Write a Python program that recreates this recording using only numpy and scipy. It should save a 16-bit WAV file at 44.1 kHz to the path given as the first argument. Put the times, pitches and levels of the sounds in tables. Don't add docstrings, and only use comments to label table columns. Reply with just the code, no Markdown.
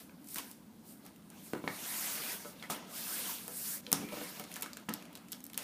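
import sys
import numpy as np
from scipy import signal
from scipy.io import wavfile
from scipy.ndimage import uniform_filter1d

SR = 44100
rng = np.random.default_rng(int(sys.argv[2]) if len(sys.argv) > 2 else 0)


def makeup_ratio(level_db):
    decades = np.asarray(level_db, float) / 20
    return 10 ** decades


def master(y):
    cut = np.clip(np.atleast_2d(y).T, -1, 1)
    pcm = np.round(cut * 32767)
    wavfile.write(sys.argv[1], SR, pcm.astype(np.int16))


N = 248283


def rms_one(x):
    return x / np.sqrt(np.mean(x ** 2) + 1e-20)


def drift(rate_hz):
    hop = 40
    r = np.exp(-2 * np.pi * rate_hz * hop / SR)
    settle = 2000
    noise = rng.standard_normal(N // hop + 2 + settle)
    slow = signal.lfilter([1], [1, -2 * r, r * r], noise)[settle:]
    return np.interp(np.arange(N) / hop, np.arange(len(slow)), rms_one(slow))


def ring(push, hz, t60):
    r = makeup_ratio(-60 / (t60 * SR))
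    w = 2 * np.pi * hz / SR
    return signal.lfilter([0, np.sin(w)], [1, -2 * r * np.cos(w), r * r], push + 1e-18)


def band(x, low_hz, high_hz, order=2):
    edges = [low_hz, min(high_hz, SR / 2.2)]
    return signal.sosfilt(signal.butter(order, edges, "band", fs=SR, output="sos"), x)


def coloured(sources, spectrum, patchy_db):
    hz, db = np.transpose(spectrum)
    bands = int(3 * np.log2(hz[-1] / hz[0])) + 1
    edges = np.geomspace(hz[0], hz[-1], bands + 1)
    out = np.zeros(N)
    for k, (low, high) in enumerate(zip(edges, edges[1:])):
        level_db = np.interp(np.log(low * high) / 2, np.log(hz), db)
        flicker_db = patchy_db * drift(13.3)
        out += makeup_ratio(level_db + flicker_db) * band(sources[k % 2], low, high)
    return rms_one(out)


def room_hum():
    # frequency in Hz, level in dB.
    hum_spectrum = [(20, -39), (45, -28), (75, -13.5), (148, -12.5), (190, 2.5), (300, -4.5), (370, -18),
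                    (540, -22), (780, -35), (1150, -28), (1310, -23), (1500, -32), (4000, -33),
                    (15900, -62)]
    return makeup_ratio(-56) * coloured(rng.standard_normal((2, N)), hum_spectrum, patchy_db=0.44)


def contacts():
    # time in seconds, speed as hiss in dB,
    # weight as scrape in dB re hiss.
    pulls = [
        [(1.3, -73, 8), (1.46, -54, -9.5), (1.62, -63, -0.5), (1.74, -50, -2), (1.95, -39, -5.5),
         (2.33, -43, -2), (2.38, -50.5, -2), (2.5, -54, -5), (2.58, -68, 4)],
        [(2.84, -70, 2.5), (2.96, -44, -6), (3.1, -41, -6), (3.3, -41, -4.5), (3.46, -51, -5.5),
         (3.6, -41.5, -14.5), (3.68, -37.5, -13), (3.75, -40, -12), (3.81, -56, -2)],
        [(4.04, -86, -7), (4.13, -51, 0.5), (4.22, -47.5, -2.5), (4.41, -53.5, 1.3), (4.47, -64, 4.5),
         (4.52, -55.5, 2), (4.6, -56, -0.5), (4.7, -63.5, 4), (4.84, -74, 6.5)],
    ]
    # full strength at in seconds, held in seconds, hiss in dB,
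    # weight in dB re hiss.
    brushes = [(0, 0.0032, -54.5, -2.5), (.31, 0.058, -49, -13), (.44, 0.083, -57.5, -5.5),
               (.885, 0.037, -56, -12.5), (1.06, .015, -66, 3.5), (2.59, 0.068, -61.5, 3),
               (3.83, 0.13, -61.5, -1.5), (5.31, 0.082, -66, -2)]
    # time in seconds, held in seconds, hiss in dB,
    # weight in dB re hiss, settling in dB per second.
    jolts = [(.359, 0.04, -48, -0.5, 180), (2.704, 0.017, -40, -14, 280), (2.705, 0.028, -58, 13, 114),
             (3.933, .004, -47, 2.5, 92), (4.893, .004, -66.5, 12, 49), (5.579, .06, -52.5, 2, 100)]
    t = np.arange(N) / SR
    for pull in pulls:
        s, db, weight_db = np.transpose(pull)
        yield np.interp(t, s, db, left=-120, right=-120), np.interp(t, s, weight_db)
    strokes = [(*row, 230, 286) for row in brushes] + [(*row, 2500) for row in jolts]
    for s, held, db, weight_db, fall, rise in strokes:
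        before_s = np.maximum(s - t, 0)
        after_s = np.maximum(t - s - held, 0)
        yield np.maximum(db - rise * before_s - fall * after_s, -150), weight_db


def fibres(per_s, spread_db, grain_db):
    sizes = makeup_ratio(spread_db * np.minimum(rng.exponential(1, (2, N)), 5))
    sizes = sizes * rng.choice([-1, 1], (2, N))
    clicks = sizes * (rng.random((2, N)) < per_s / SR)
    return rng.standard_normal((2, N)) + makeup_ratio(grain_db) * rms_one(clicks)


def sliding():
    # hiss, scrape and rumble, each in dB.
    rest_db = [-69, -74, -66]
    # frequency in Hz, level in dB per Hz.
    fine_spectrum = [(3600, -24), (5000, -8), (6300, -8.5), (8300, -0.5), (10500, 1), (13000, -3),
                     (15900, 2)]
    coarse_spectrum = [(900, 5), (1400, 5), (2000, 3), (2900, 2), (4000, 0), (5200, -5.5), (7000, -4)]
    rumble_spectrum = [(130, -8), (190, -3), (280, -2), (400, -2), (580, -1), (800, -2), (1000, -2),
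                       (1400, -5), (2100, -13)]
    power = makeup_ratio(2 * np.array(rest_db))[:, None] * np.ones(N)
    for db, weight_db in contacts():
        scrape_db = db + weight_db
        follow_db = np.minimum(0.7 * (scrape_db + 53), 2 * (scrape_db + 64))
        rumble_db = -56.5 + 0.38 * weight_db + follow_db
        power += makeup_ratio(2 * np.array([db, scrape_db, rumble_db]))
    fine, coarse, rumble = np.sqrt(power)
    contact = fibres(per_s=1800, spread_db=3.5, grain_db=-9.5) * makeup_ratio(0.53 * drift(7.2))
    out = fine * coloured(contact, fine_spectrum, patchy_db=1.5)
    out += coarse * coloured(contact, coarse_spectrum, patchy_db=2.3)
    return out + rumble * coloured(contact, rumble_spectrum, patchy_db=2.45)


def squeaks():
    # start in seconds, length in seconds, frequency in Hz, level in dB.
    squeak_events = [(0.366, 0.044, 1050, -51), (2.594, 0.013, 3710, -56), (2.63, 0.037, 2030, -52),
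                     (4.017, 0.14, 2360, -54.5), (4.126, 0.02, 600, -47), (4.165, 0.016, 597, -52.5),
                     (4.21, 0.0089, 595, -45), (4.217, 0.082, 2140, -57.5)]
    out, t, noise = np.zeros(N), np.arange(N) / SR, rng.standard_normal(N)
    for s, length, hz, db in squeak_events:
        swell = np.sin(np.pi * np.clip((t - s) / length, 0, 1)) ** .5
        out += makeup_ratio(db) * swell * rms_one(ring(noise, hz, t60=.022))
    return out


def knocks():
    # time in seconds, peak in dB, boom in dB, favoured frequency in Hz, hardness in dB per octave.
    blows = [(.357, -57, -44.5, 1070, -6), (1.533, -25.5, -54, 354, -5), (1.639, -33.5, -37, 420, -3),
             (1.675, -26, -45, 910, 1), (2.447, -41.5, -52, 573, 1), (2.6236, -41.5, -55, 1520, 8),
             (2.698, -32, -62, 1100, -1), (2.715, -38, -46, 1000, 8), (3.477, -46, -59, 610, -1),
             (3.864, -51, -57, 510, -4), (3.915, -40, -38, 900, -4), (3.926, -23.5, -31.5, 770, 2),
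             (3.994, -64, -36, 353, 3), (4.015, -41, -35.5, 369, -9), (4.034, -59, -46, 353, -12),
             (4.088, -50, -44, 476, 1.2), (4.122, -37.5, -49, 593, -1), (4.167, -41, -45, 584, -1),
             (4.21, -39, -40.5, 580, 6), (4.396, -39, -45, 604, 4), (4.563, -46, -68, 915, 7),
             (4.629, -44, -68, 1150, 7), (4.885, -33.5, -32, 1010, -1.5), (1.549, -35, -48, 405, -2.5)]
    # frequency in Hz, level in dB, t60 in seconds.
    wall_modes = [(331, -4, .09), (404, -6, .09), (502, -3, .09), (597, -2, .08), (675, -6, .06),
                  (760, 1, .03), (900, 2, .022), (998, -2, .04), (1146, 3, .018), (1300, 1, .03),
                  (1466, -4, .04), (1770, -2, .025), (2180, 2, .012), (2800, -3, .01)]
    # frequency in Hz, level in dB, t60 in seconds.
    cavity_modes = [(141, -37, 0.031), (192.4, -3, 0.18), (216, 8, 0.15), (285, 9.5, 0.08)]
    size = 16384
    out = np.zeros(N + size)
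    t = np.arange(size) / SR
    for s, peak_db, boom_db, spot_hz, tilt_db in blows:
        share = max(0.43 - 0.08 * (peak_db + 29), .2)
        clumps = makeup_ratio(3.5 * np.repeat(rng.standard_normal(size // 128), 128))
        push = 0.057 * rng.standard_normal(size) * clumps * makeup_ratio(-60 * t / (0.09 * share))
        push[0] = -1
        body = np.zeros(size)
        for hz, db, t60 in wall_modes:
            spot_db = 8 * np.exp(-(np.log2(hz / spot_hz) / .3) ** 2)
            mode_db = db + rng.normal(0, 1.5) + spot_db + tilt_db * np.log2(hz / 700)
            body += makeup_ratio(mode_db) * ring(push, hz, t60 * share)
        squeeze = signal.lfilter(*signal.butter(2, 400, fs=SR), push * makeup_ratio(-60 * t / 0.0058))
        boom = np.zeros(size)
        for hz, db, t60 in cavity_modes:
            boom += makeup_ratio(db + rng.normal(0, 1.5)) * ring(squeeze, hz, t60)
        at = round((s + .0018) * SR)
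        out[at:at + size] += makeup_ratio(peak_db) * body / np.abs(body).max()
        out[at:at + size] += makeup_ratio(boom_db - 3.0) * boom / np.abs(boom).max()
    return out[:N]


def snaps():
    # time in seconds, peak in dB, centre in Hz, dull part in dB re peak.
    tape = [(0.243, -34, 13300, -26), (0.2715, -36, 9260, -30), (0.2864, -29, 9000, -31),
            (0.3433, -21, 12200, -32), (0.383, -16, 12300, -14.5), (0.5126, -32, 11700, -33),
            (1.052, -38, 11200, -27), (1.063, -35, 12300, -12.5), (1.16, -42.5, 9860, -10),
            (1.301, -37, 8200, -17), (2.7, -23, 8200, -18), (3.479, -22, 13500, -28),
            (3.9164, -11.5, 12400, -18), (3.9276, -1.4, 8300, -30), (4.3963, -23, 11100, -14),
            (4.5155, -29.5, 11900, -8), (4.525, -35, 6370, -20), (4.5394, -27, 8070, -21),
            (4.6094, -31, 10600, -24), (4.622, -12.5, 13100, -18), (4.9375, -16.5, 11600, -16),
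            (5.1285, -38, 13100, -12), (5.3185, -22, 10400, -24), (5.3228, -19.5, 10000, -19),
            (5.4036, -40.5, 8050, -11), (5.44, -28, 10600, -37), (5.452, -33, 9160, -17),
            (5.4645, -30, 10800, -24), (5.532, -29, 13300, -10), (5.576, -9.5, 11100, -15)]
    # time in seconds, peak in dB, centre in Hz,
    # dull part in dB re peak.
    ticks = [(0.0938, -46.5, 1960, 1.2), (0.3581, -19, 2640, -13), (1.2224, -54, 2860, -4),
             (1.532, -32.5, 1830, -15.5), (1.676, -27.5, 1990, 5), (2.6251, -29, 3200, -1.5),
             (3.865, -39, 3420, 9.5), (3.9424, -38, 3470, -16), (4.087, -32.5, 2370, -4),
             (4.4383, -31, 3190, -9), (4.558, -25, 2170, -11), (4.5637, -25.5, 1740, -9),
             (4.577, -42, 1960, -13), (4.6295, -23, 4100, -9), (4.6597, -30.5, 1500, -2.5),
             (4.7311, -31.5, 3960, -3.5), (4.769, -27.5, 1800, -10), (4.797, -41, 3070, -5),
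             (4.8884, -26, 2350, -1), (4.8917, -21.5, 1910, -22), (5.0225, -40, 2430, -1.5),
             (5.0528, -40.5, 2030, -2.5), (5.1523, -26.5, 3800, -5), (5.1728, -37, 3820, -7),
             (5.2832, -43, 2560, -9), (5.3292, -25, 4170, -4), (5.4977, -39, 2070, -11),
             (5.5427, -29, 4140, -6)]
    size = 8192
    out = np.zeros(N + size)
    t = np.arange(size) / SR
    fall = makeup_ratio(-60 * t / 0.011)
    rows = [(*row, -29) for row in tape] + [(*row, -18) for row in ticks]
    for s, peak_db, hz, dull_db, tail_db in rows:
        tail_db -= 0.13 * (peak_db + 22)
        noise = rng.standard_normal((3, size))
        noise *= makeup_ratio(5.0 * np.repeat(rng.standard_normal(size // 32), 32))
        noise[:2, 0] = -11 * makeup_ratio(0.22 * peak_db)
        bright_hz, dull_hz = (hz, 3000) if hz > 5000 else (9000, hz)
        bright = band(noise[0] * fall, bright_hz / 1.51, bright_hz * 1.65)
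        dull = band(noise[1] * fall, dull_hz / 1.62, dull_hz * 1.29)
        bright_gain = np.sqrt(np.clip(1 - makeup_ratio(2 * dull_db), .003, 1))
        snap = bright_gain * bright / np.abs(bright).max()
        snap += makeup_ratio(dull_db) * dull / np.abs(dull).max()
        tail = band(noise[2], hz / 22.0, hz * 2.1, order=1) * makeup_ratio(tail_db - 60 * t / 0.081)
        at = round((s + .001) * SR)
        out[at:at + size] += makeup_ratio(peak_db) * (snap + tail)
    return out[:N]


def room(x):
    t60, wall_cut_hz, first_echo_s = 0.34, 2140, 0.0028
    t = np.arange(SR // 2) / SR
    noise = rng.standard_normal((2, len(t)))
    dull = signal.lfilter(*signal.butter(1, wall_cut_hz, fs=SR), noise[0]) * makeup_ratio(-60 * t / t60)
    bright = 0.21 * noise[1] * makeup_ratio(-60 * t / (0.77 * t60))
    echoes = (dull + bright) * (t > first_echo_s)
    return signal.fftconvolve(x, echoes / np.sqrt(np.sum(echoes ** 2)))[:N]


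def scene():
    hits = makeup_ratio(-1.5) * snaps() + makeup_ratio(6.5) * knocks()
    hits = signal.sosfilt(signal.butter(3, 145, "high", fs=SR, output="sos"), hits)
    mono = room_hum() + sliding() + squeaks() + hits + makeup_ratio(-9.5) * room(hits)
    return np.array([mono, mono])


def low_pass(x):
    return signal.sosfilt(signal.butter(12, 16630, fs=SR, output="sos"), x)


def record(dry):
    ceiling = .95
    held = ceiling * np.tanh(dry / ceiling)
    kept = signal.sosfiltfilt(signal.ellip(10, .3, 60, 15300, fs=SR, output="sos"), held)
    loud = np.clip(uniform_filter1d(np.abs(held), size=128) / makeup_ratio(-20), 0, 1) ** 2
    top = signal.sosfiltfilt(signal.ellip(8, .3, 50, 16500, fs=SR, output="sos"), loud * (held - kept))
    return low_pass(kept + makeup_ratio(-10) * top)


dry = scene()
out = record(dry)
master(out)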